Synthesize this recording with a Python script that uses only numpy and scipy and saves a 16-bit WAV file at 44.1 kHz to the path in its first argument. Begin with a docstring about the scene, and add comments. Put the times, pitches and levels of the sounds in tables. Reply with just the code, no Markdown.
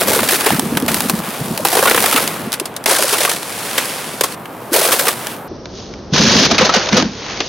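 """Frozen puddles outdoors: shoes press onto thin ice, heard from close by, in four parts cut together.
Single cracks are short noise bursts with a ringing knock; swarms of small ones make the crunch.
Bending waves in the ice sheet bring the treble first. Gliding tones make the thumps of water below.
Shaped noise makes the hum of far traffic and the low rumble. The last part has hardly any treble
above 6.75 kHz. Soft limits round off the loudest peaks."""
import sys
import numpy as np
from scipy import signal
from scipy.fft import rfft, irfft, next_fast_len
from scipy.io import wavfile
from scipy.ndimage import uniform_filter1d, map_coordinates

SR = 44100
rng = np.random.default_rng(int(sys.argv[2]) if len(sys.argv) > 2 else 0)


def materialize(psi):
    """Save the field psi as 16-bit PCM at rate SR to the path in sys.argv[1].

    A 1-D psi becomes a single channel; in a 2-D psi each row is a channel.
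    """
    bounded = np.clip(np.atleast_2d(psi).T, -1, 1)
    quanta = np.round(bounded * 32767).astype(np.int16)
    wavfile.write(sys.argv[1], SR, quanta)


N = 330033  # length in samples

# The four parts and their steady levels: start_s, traffic_db, rumble_db,
# hollow_hum_db (steady hollow background hum, like far traffic, before the ice coloring),
# top_treble_db (gain)
PARTS = [(0, -37, -37, -31.5, 3), (2.47, -33, -41, -38.5, -1.5), (4.362, -32.5, -43, -37.5, 3),
         (5.479, -30.5, -49, -48, 0)]
TRAFFIC_COLUMN, RUMBLE_COLUMN, HOLLOW_HUM_COLUMN, TOP_TREBLE_COLUMN = 1, 2, 3, 4
LAST_START_S = PARTS[-1][0]


def amp(db):
    """Turn decibels into an amplitude factor; amp(2 * db) is the matching power."""
    return 10 ** (np.asarray(db) / 20)


def unit(x):
    """Scale a sound to an rms (average strength) of 1."""
    return x / np.sqrt(np.mean(x ** 2) + 1e-20)


def along(points, hz):
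    """Read a curve of (pitch_hz, value) points on a logarithmic pitch axis."""
    point_hz, values = np.transpose(points)
    return np.interp(np.log(hz + 1), np.log(point_hz + 1), values)


def curves(rows):
    """Join timed rows by straight lines: one curve for each column after the time."""
    times, *columns = np.transpose(rows)
    return [np.interp(np.arange(N) / SR, times, column) for column in columns]


def per_part(column):
    """Hold one column of the parts table steady through each part."""
    rows = np.array(PARTS)
    part = np.searchsorted(rows[1:, 0] * SR, np.arange(N))
    return rows[part, column]


def plateaus(rows, rise, fall):
    """Level in dB of each (start, length, level, drift) row: a rise, a drifting hold, a fall."""
    start, length, db, drift = np.transpose(rows)[:4, :, None]
    t = np.arange(N) / SR - start
    hold = db + drift * np.clip(t, 0, length)
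    return hold + rise * np.minimum(t, 0) - fall * np.maximum(t - length, 0)


def wobble(rate):
    """Make a smooth random curve with rate knots a second."""
    knots = rng.standard_normal(int(N * rate / SR) + 4)
    return map_coordinates(knots, [np.arange(N) * rate / SR])


def filtered(x, response):
    """Change the strength, and perhaps the delay, of each frequency in x."""
    m = next_fast_len(N + SR // 2)  # spare room at the end
    spectrum = rfft(x, m) * response(np.fft.rfftfreq(m, 1 / SR))
    return irfft(spectrum, m)[..., :N]


def rush(gain):
    """Stereo noise of rms 1, colored by a gain for each frequency and partly alike on both sides."""
    # Likeness of left and right: pitch_hz, likeness (1 = the same)
    alike = [(60, 0.97), (240, 0.97), (950, 0.84), (8000, 0.77), (13000, 0.89)]
    turn = lambda hz: np.arccos(np.clip(along(alike, hz), -1, 1)) / 2
    mid_and_side = lambda hz: gain(hz) * [np.cos(turn(hz)), np.sin(turn(hz))]
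    mid, side = filtered(rng.standard_normal((2, N)), mid_and_side)
    return unit(np.array([mid + side, mid - side]))


def traffic():
    """Far roads hum: colored noise that wavers in level and steps to a new level in each part."""
    # Coloring in the first three parts, relative: pitch_hz, gain_db
    early_color = [(24, -49), (40, -21), (135, 3.5), (942, -1), (6170, -32), (14500, -22), (16000, -37.5)]
    # Coloring in the last part, relative: pitch_hz, gain_db
    last_color = [(15, -22), (25, -6), (404, -5.5), (2600, -35), (5800, -27.5), (7000, -47)]
    early = rush(lambda hz: amp(along(early_color, hz)))
    last = rush(lambda hz: amp(along(last_color, hz)))
    level_db = per_part(TRAFFIC_COLUMN) + 0.58 * wobble(7.6)
    return amp(level_db) * np.where(np.arange(N) > LAST_START_S * SR, last, early)


def rumble():
    """The loaded sheet and wind rumble: lumpy low noise, steady in each part, with swells on top."""
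    # Swells of the rumble: start_s, length_s, level_db, drift_db_per_s
    swells = [(.03, 0.38, -24, -9), (.52, 0.69, -23, -4), (1.4, .13, -28, 45), (1.6, 0.87, -32, 3),
              (6.14, 0.33, -13, -3), (6.51, .15, -15, -5), (6.93, .12, -15, -40)]
    rise_db_per_s, fall_db_per_s = 1499.5, 220
    # Coloring of the rumble, relative: pitch_hz, gain_db
    low_color = [(15, -50), (50, -16), (220, 4), (400, -9), (520, -11), (880, -120)]
    swell_power = amp(2 * plateaus(swells, rise_db_per_s, fall_db_per_s)).sum(0)
    steady_power = amp(2 * per_part(RUMBLE_COLUMN))
    lumps = amp(2.8 * wobble(30))
    noise = unit(lumps * rush(lambda hz: amp(along(low_color, hz))))
    return np.sqrt(swell_power + steady_power) * noise


def thumps():
    """Squeezed water thumps and tipping plates knock: gliding tones, shorter when higher."""
    # Thumps and hollow knocks: peak_s, level_db, pitch_hz (at the peak)
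    thump_rows = [(.083, -11, 530), (.106, -11, 494), (.166, -10, 470), (.553, -13, 166), (.59, -12, 239),
                  (.725, -12, 263), (.77, -14, 170), (.832, -9, 250), (.921, -14, 201), (1.06, -14, 240),
                  (1.141, -9, 192), (1.197, -14, 192), (1.288, -17, 200), (1.417, -15, 140),
                  (1.513, -12, 197), (1.601, -14, 580), (2.15, -13, 261), (2.477, -16, 220),
                  (2.617, -15, 360), (2.922, -11, 514), (2.998, -12, 600), (3.046, -11, 554),
                  (3.279, -11, 1150), (4.723, -12, 320), (4.751, -9, 460), (4.767, -10, 570),
                  (4.785, -11, 480), (4.82, -9, 633), (4.85, -12, 642), (4.937, -12, 513),
                  (5.517, -20, 366), (6.133, -6, 165), (6.2, -6, 192), (6.24, -6, 250), (6.276, -6, 215),
                  (6.357, -6, 273), (6.426, -7, 275), (6.521, -7, 232), (6.632, -8, 209), (6.773, -10, 214),
                  (6.939, -6, 230), (6.983, -5, 248)]
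    life_at_200_hz_s = .016
    early_glide_per_s, last_glide_per_s = 15, -6  # relative change of pitch
    out, t = np.zeros(N + SR), np.arange(SR // 8) / SR
    for peak_s, db, hz in thump_rows:
        life = life_at_200_hz_s * np.sqrt(200 / hz)
        glide = last_glide_per_s if peak_s > LAST_START_S else early_glide_per_s
        u = t / life
        since_peak = t - life / 2
        turn = 2 * np.pi * (hz * since_peak * (1 + glide * since_peak / 2) + rng.random())
        wave = np.sin(turn) + .25 * np.sin(1.7 * turn)
        envelope = 2 * u * np.exp(.5 - 2 * u * u)  # swells to 1 at the peak, then dies
        at = round((peak_s - life / 2) * SR)
        out[at:at + len(t)] += amp(db) * envelope * wave
    return out[:N]


def overlap(k, hz):
    """Share of band k (0 hollow, 1 middle, 2 treble) at each frequency; the powers add up to 1."""
    # Where the hollow band fades into the middle one, and that into the treble: pitch_hz
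    crossings = [800, 1700, 2500, 4500]
    place = np.interp(np.log(hz + 1), np.log(crossings), [0.047, 0.81, 1.21, 1.815])
    return np.cos(np.pi / 2 * np.clip(np.abs(place - k), 0, 1))


def swarm(rate, spread_db, t60):
    """Power of many small cracks at random times and sizes, evened out to a local mean near 1."""
    chance = rng.random((2, N))
    sizes = amp(-2 * spread_db * np.log(chance[1] + 1e-9))
    starts = (chance[0] < rate / SR) * sizes
    t = np.arange(int(t60 * SR) + 2) / SR
    decay = amp(-120 * t / t60)  # the power falls by 60 dB in t60 seconds
    power = np.abs(signal.fftconvolve(starts, decay)[:N])
    return power / (uniform_filter1d(power, SR // 12) + 1e-9)


def shards(rate, hz, cycles):
    """Loose pieces knock at random times, pitches and sides, each a few cycles long; rms 1."""
    rows = rng.standard_normal((int(rate * N / SR), 3))
    at, t = rng.integers(0, N, len(rows)), np.arange(1500)
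    pitch = hz * np.exp(0.3 * rows[:, :1]) / SR  # cycles per sample
    rings = amp(2.2 * rows[:, 1:2]) * np.sin(2 * np.pi * pitch * t) * np.exp(-pitch * t / cycles)
    places = (at[:, None] + t).ravel()
    sides = []
    for side in (1, -1):
        heard = rings * amp(side * 1.8 * rows[:, 2:])
        sides.append(np.bincount(places, heard.ravel(), N + len(t))[:N])
    return unit(np.array(sides))


def snaps():
    """Single cracks: noise power in three bands, and the ringing knock of the plate that breaks off."""
    # Cracks, levels before the offsets below: start_s, level_db, knock_db (over level),
    # treble_db (over level), knock_hz, length_s (before the scaling for each band)
    crack_rows = [(0.0165, -7, -4, -15, 566, 0.0032), (0.189, -6.5, -4, -19, 430, 0.0049),
                  (0.231, -4, -8.5, -29, 584, 0.0029), (0.2864, -6.5, -13, -6, 773, 0.01),
                  (0.461, -4, -2.5, -5.5, 420, 0.009), (0.504, -2, 15, -16, 720, 0.0026),
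                  (0.595, -5.5, -3.5, 2, 306, 0.0017), (0.771, -3, -6.5, -7.5, 324, 0.0039),
                  (0.8805, -5.5, -13, -8.5, 654, 0.0088), (1.0967, -8.5, 1, 3.5, 1100, 0.0031),
                  (1.6495, -3.5, 3, -2.5, 817, 0.0056), (1.727, -12.5, -1.5, -3, 717, 0.0084),
                  (1.752, -15, 5.5, 4, 750, 0.0056), (1.768, -9, -2, -5, 500, 0.009),
                  (1.789, -5.5, -4.5, -11, 408, 0.0062), (1.825, -10, 3, -8, 560, 0.007),
                  (1.8545, -5, -2, -10, 1085, 0.0069), (1.872, -3.5, -5, -24.5, 1438, 0.012),
                  (1.9105, 3.5, -6, -31, 456, 0.0034), (1.945, -3.5, -5.5, -12, 477, 0.0055),
                  (1.9756, -1.5, -8.5, -18, 484, 0.0063), (2.039, -5, -3, -8, 736, 0.0058),
                  (2.059, -1.5, -14.5, -6, 500, 0.0046), (2.125, -7, -4, -6, 1283, 0.007),
                  (2.16, -1, -14, -12, 1170, 0.0062), (2.175, -7, -3.5, -7, 1280, 0.008),
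                  (2.52, -23.5, -7, 11.5, 810, 0.0018), (2.528, -14.5, -8, 4.5, 1260, 0.0029),
                  (2.537, -13, -13, -1, 1190, 0.007), (2.598, -17.5, -6, 6, 540, 0.0039),
                  (2.655, -25.5, -0.5, 8, 721, 0.0062), (2.764, -20, -5, 5, 543, 0.0041),
                  (2.859, -3, -5, -3, 2100, 0.005), (3.127, -9.5, -8, -3.5, 414, 0.017),
                  (3.204, -12, -5.5, 0, 594, 0.012), (3.249, -1.5, -11.5, -10.5, 730, 0.0049),
                  (3.7788, -2.5, -12, -6.5, 500, 0.0084), (4.2096, -0.5, -5, 1, 537, 0.0028),
                  (4.236, -11.5, -2.5, 3.5, 1090, 0.0089), (4.4558, -19.5, -7, -34, 860, 0.003),
                  (4.8857, -16, 5.5, -3, 530, 0.0075), (4.918, -7.5, -9, -2, 1160, 0.016),
                  (4.993, -8, -4, -1, 560, 0.006), (5.068, -8, -4.5, -9, 457, 0.0068),
                  (5.081, -7.5, -4, -1.5, 1180, 0.0089), (6.511, -6, -3, 5, 683, 0.0096),
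                  (6.581, 0, -8, -1, 2550, 0.013), (6.609, -3, -4, -3, 516, 0.015),
                  (6.648, -10, -2.5, 4.5, 628, 0.02), (6.6925, -8.5, 1, -4.5, 1300, 0.0076),
                  (6.738, -3, -7, 3, 734, 0.012), (6.758, -6, -4, 1, 512, 0.014),
                  (6.967, -5.5, -2.5, 7.5, 500, 0.013), (7.403, -6, -9, -2.5, 318, 0.0056)]
    # Short bright ticks between the cracks: start_s, level_db
    tick_rows = [(.408, -12), (.7998, -19), (.8232, -22), (.8626, -19), (.9433, -7), (1.005, -7),
                 (1.0859, -17), (1.5762, -11), (1.671, -11), (1.685, -10), (1.897, -6), (2.004, -8),
                 (2.024, -8), (2.112, -10), (2.276, -8), (2.84, -20), (3.024, -4), (3.8557, -19),
                 (5.108, -18), (5.269, -14), (5.656, -21), (5.938, -26), (6.929, -3), (7.024, -5)]
    # What all ticks share, as in the cracks: knock_db, treble_db, knock_hz, length_s
    tick_kind = (-10, -0.3, 900, .0022)
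    power, knocks = np.zeros((3, N + SR)), np.zeros(N + SR)
    t = np.arange(SR // 8) / SR
    cracks = crack_rows + [tick + tick_kind for tick in tick_rows]
    chances = rng.random((len(cracks), 2))
    for (start_s, db, knock_db, treble_db, hz, length_s), chance in zip(cracks, chances):
        knock_db = min(knock_db, -6 - db)  # keeps the loudest knocks in check
        at = round(start_s * SR)
        lives = max(length_s, .001) * np.array([[1.2], [1.01], [.8]])  # treble dies first
        tick = 0.85 * np.exp(-t / 0.00036)
        running = np.exp(-(t / lives) ** 3)
        rustle = amp(-7 - 8 * t / lives)
        onset = 1 - np.exp(-t / (0.16 * lives))
        levels = db + np.array([[knock_db - 6.5], [-7], [treble_db + 2.5]])
        power[:, at:at + len(t)] += amp(2 * levels) * (tick + running + rustle) * onset
        overtones = np.sin(2 * np.pi * hz * t * (1.6 + 1.353 * chance[:, None])).sum(0)
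        modes = np.sin(2 * np.pi * hz * t) + 0.3 * overtones
        fade = np.exp(-(t / (1.19 * lives[0])) ** 2.14)
        knocks[at:at + len(t)] += amp(db + knock_db - 2.5) * modes * fade
    return power[:, :N], knocks[:N]


def crunching():
    """Power in hollow, middle, treble: ice breaking under the sole; crackle with a hollow background hum."""
    # The sheet gives way, levels before the mixing in ice(): start_s, length_s, level_db,
    # drift_db_per_s, hollow_db (over level), treble_db (over level)
    break_rows = [(0, .028, -21, 0, 1, 5), (.076, .09, -19.5, -10, 0, 6), (.19, .1, -25, 10, -4, 6),
                  (.308, .035, -17, 0, -6, 6), (0.392, 0.15, -22.5, 11, -5, 2),
                  (0.898, 0.3, -24.5, -34, -2.5, 7), (1.658, 0.17, -28, 39, 0.5, 7.5),
                  (1.848, .37, -22.5, -0.5, -3, 5), (2.881, 0.075, -15.5, -55, -0.5, 8),
                  (2.963, 0.37, -23, -2.5, -2, 9), (4.733, 0.37, -17.5, -25, 0, 7.5),
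                  (6.139, 0.31, -16.5, 14, -3, 12.5), (6.503, 0.39, -22, -4, -2, 7.5),
                  (6.927, 0.07, -16, -10, -2, 6)]
    rise_db_per_s, fall_db_per_s = 1303.5, 300
    # Loaded ice keeps crackling, levels before the mixing in ice(): time_s, level_db, treble_db (over level)
    crackle_rows = [(.6, -31, 5.5), (1.18, -37, -4), (1.25, -28, 1.5), (1.64, -36.5, 9), (2.25, -24.5, 2),
                    (2.55, -37, -1), (2.87, -43, -20), (3.36, -32.5, 6.5), (3.82, -25, 5),
                    (4.2, -33.5, 4.5), (4.345, -32.5, 6.5), (4.36, -44, -6), (4.715, -43.5, 4),
                    (5.15, -32, 4), (5.32, -30, 1), (5.49, -59.5, 0), (5.65, -64, 20), (5.78, -47, 21),
                    (6.1, -58, 13), (6.9, -30, 8), (7.14, -38, 12), (7.3, -27, 6.5), (7.48, -34, 13.5)]
    crackle_hollow_db = -5  # over level
    breaks = amp(2 * plateaus(break_rows, rise_db_per_s, fall_db_per_s))
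    hollow, treble = amp(2 * np.transpose(break_rows)[4:]) @ breaks
    breaking = np.array([hollow, breaks.sum(0), treble])
    level_db, treble_db = curves(crackle_rows)
    crackle = amp(2 * level_db)
    hollow_hum = amp(2 * per_part(HOLLOW_HUM_COLUMN))
    hollow_band = crackle * amp(2 * crackle_hollow_db) + hollow_hum
    return breaking, np.array([hollow_band, crackle, crackle * amp(2 * treble_db)])


def ice():
    """Cracks shake the sheet; its bending waves travel faster the higher they are."""
    # Coloring by the sheet: pitch_hz, gain_db (the lows are cut further below)
    sheet_color = [(300, 5), (1500, 2.5), (4800, -1), (7000, -3.5), (10000, 0.5), (15000, -7.5)]
    snap_power, knocks = snaps()
    fine, coarse = swarm(450, 2.2, .007), swarm(80, 2.6, .04)
    breaking, background = crunching()
    low_shards = np.sqrt(breaking[0]) * amp(-6) * shards(120, 570, 2.3)
    high_shards = np.sqrt(breaking[1]) * amp(-8) * shards(150, 1900, 5.)
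    sheet = knocks + low_shards + high_shards
    # smooth, fine and coarse shares of the breaking, for each band
    shares = [(0.13, 0.06, 0.18), (0.14, 0.28, 0.28), (0.3, 0.4, 0.44)]
    for band, (smooth, small, big) in enumerate(shares):
        crunch = breaking[band] * np.abs(smooth + small * fine + big * coarse)
        crackle_and_hum = background[band] * np.abs(.6 + .3 * fine)
        noise = rush(lambda hz: overlap(band, hz))
        sheet = sheet + np.sqrt(snap_power[band] + crunch + crackle_and_hum) * noise
    # the delay shrinks with the square root of the pitch, so the treble comes first
    bending = lambda hz: np.exp(-2j * np.pi * 0.0791 * (np.sqrt(hz + 60) - hz / 220))
    low_cut = lambda hz: 1 / (1 + (300 / (hz + 1)) ** 6)
    return filtered(sheet, lambda hz: amp(along(sheet_color, hz)) * bending(hz) * low_cut(hz))


def scene():
    """Add the background, the water and the ice together."""
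    return traffic() + rumble() + thumps() + ice()


def clip(x, top, hard):
    """Soft limit: bends loud peaks toward top; a larger hard makes a sharper bend."""
    return x / (1 + np.abs(x / top) ** hard) ** (1 / hard)


def record(dry):
    """Loud cracks overload the microphone; the last part is dull; a second soft limit ends at 1."""
    air_hz, last_top_hz, top_hz, bottom_hz = 11500, 6750, 16000, 35
    loud = clip(dry, .85, 5.)
    # the parts differ in brightness above air_hz
    air = filtered(loud, lambda hz: 1 / (1 + (air_hz / (hz + 1)) ** 10))
    loud = loud + (amp(per_part(TOP_TREBLE_COLUMN)) - 1) * air
    dull = filtered(loud, lambda hz: 1 / (1 + (hz / last_top_hz) ** 60))
    joined = np.where(np.arange(N) > LAST_START_S * SR, dull, loud)
    band = lambda hz: 1 / (1 + (hz / top_hz) ** 200) / (1 + (bottom_hz / (hz + 1)) ** 4)
    return filtered(clip(joined, 1.0, 2.84), band)


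dry = scene()
out = record(dry)
materialize(out)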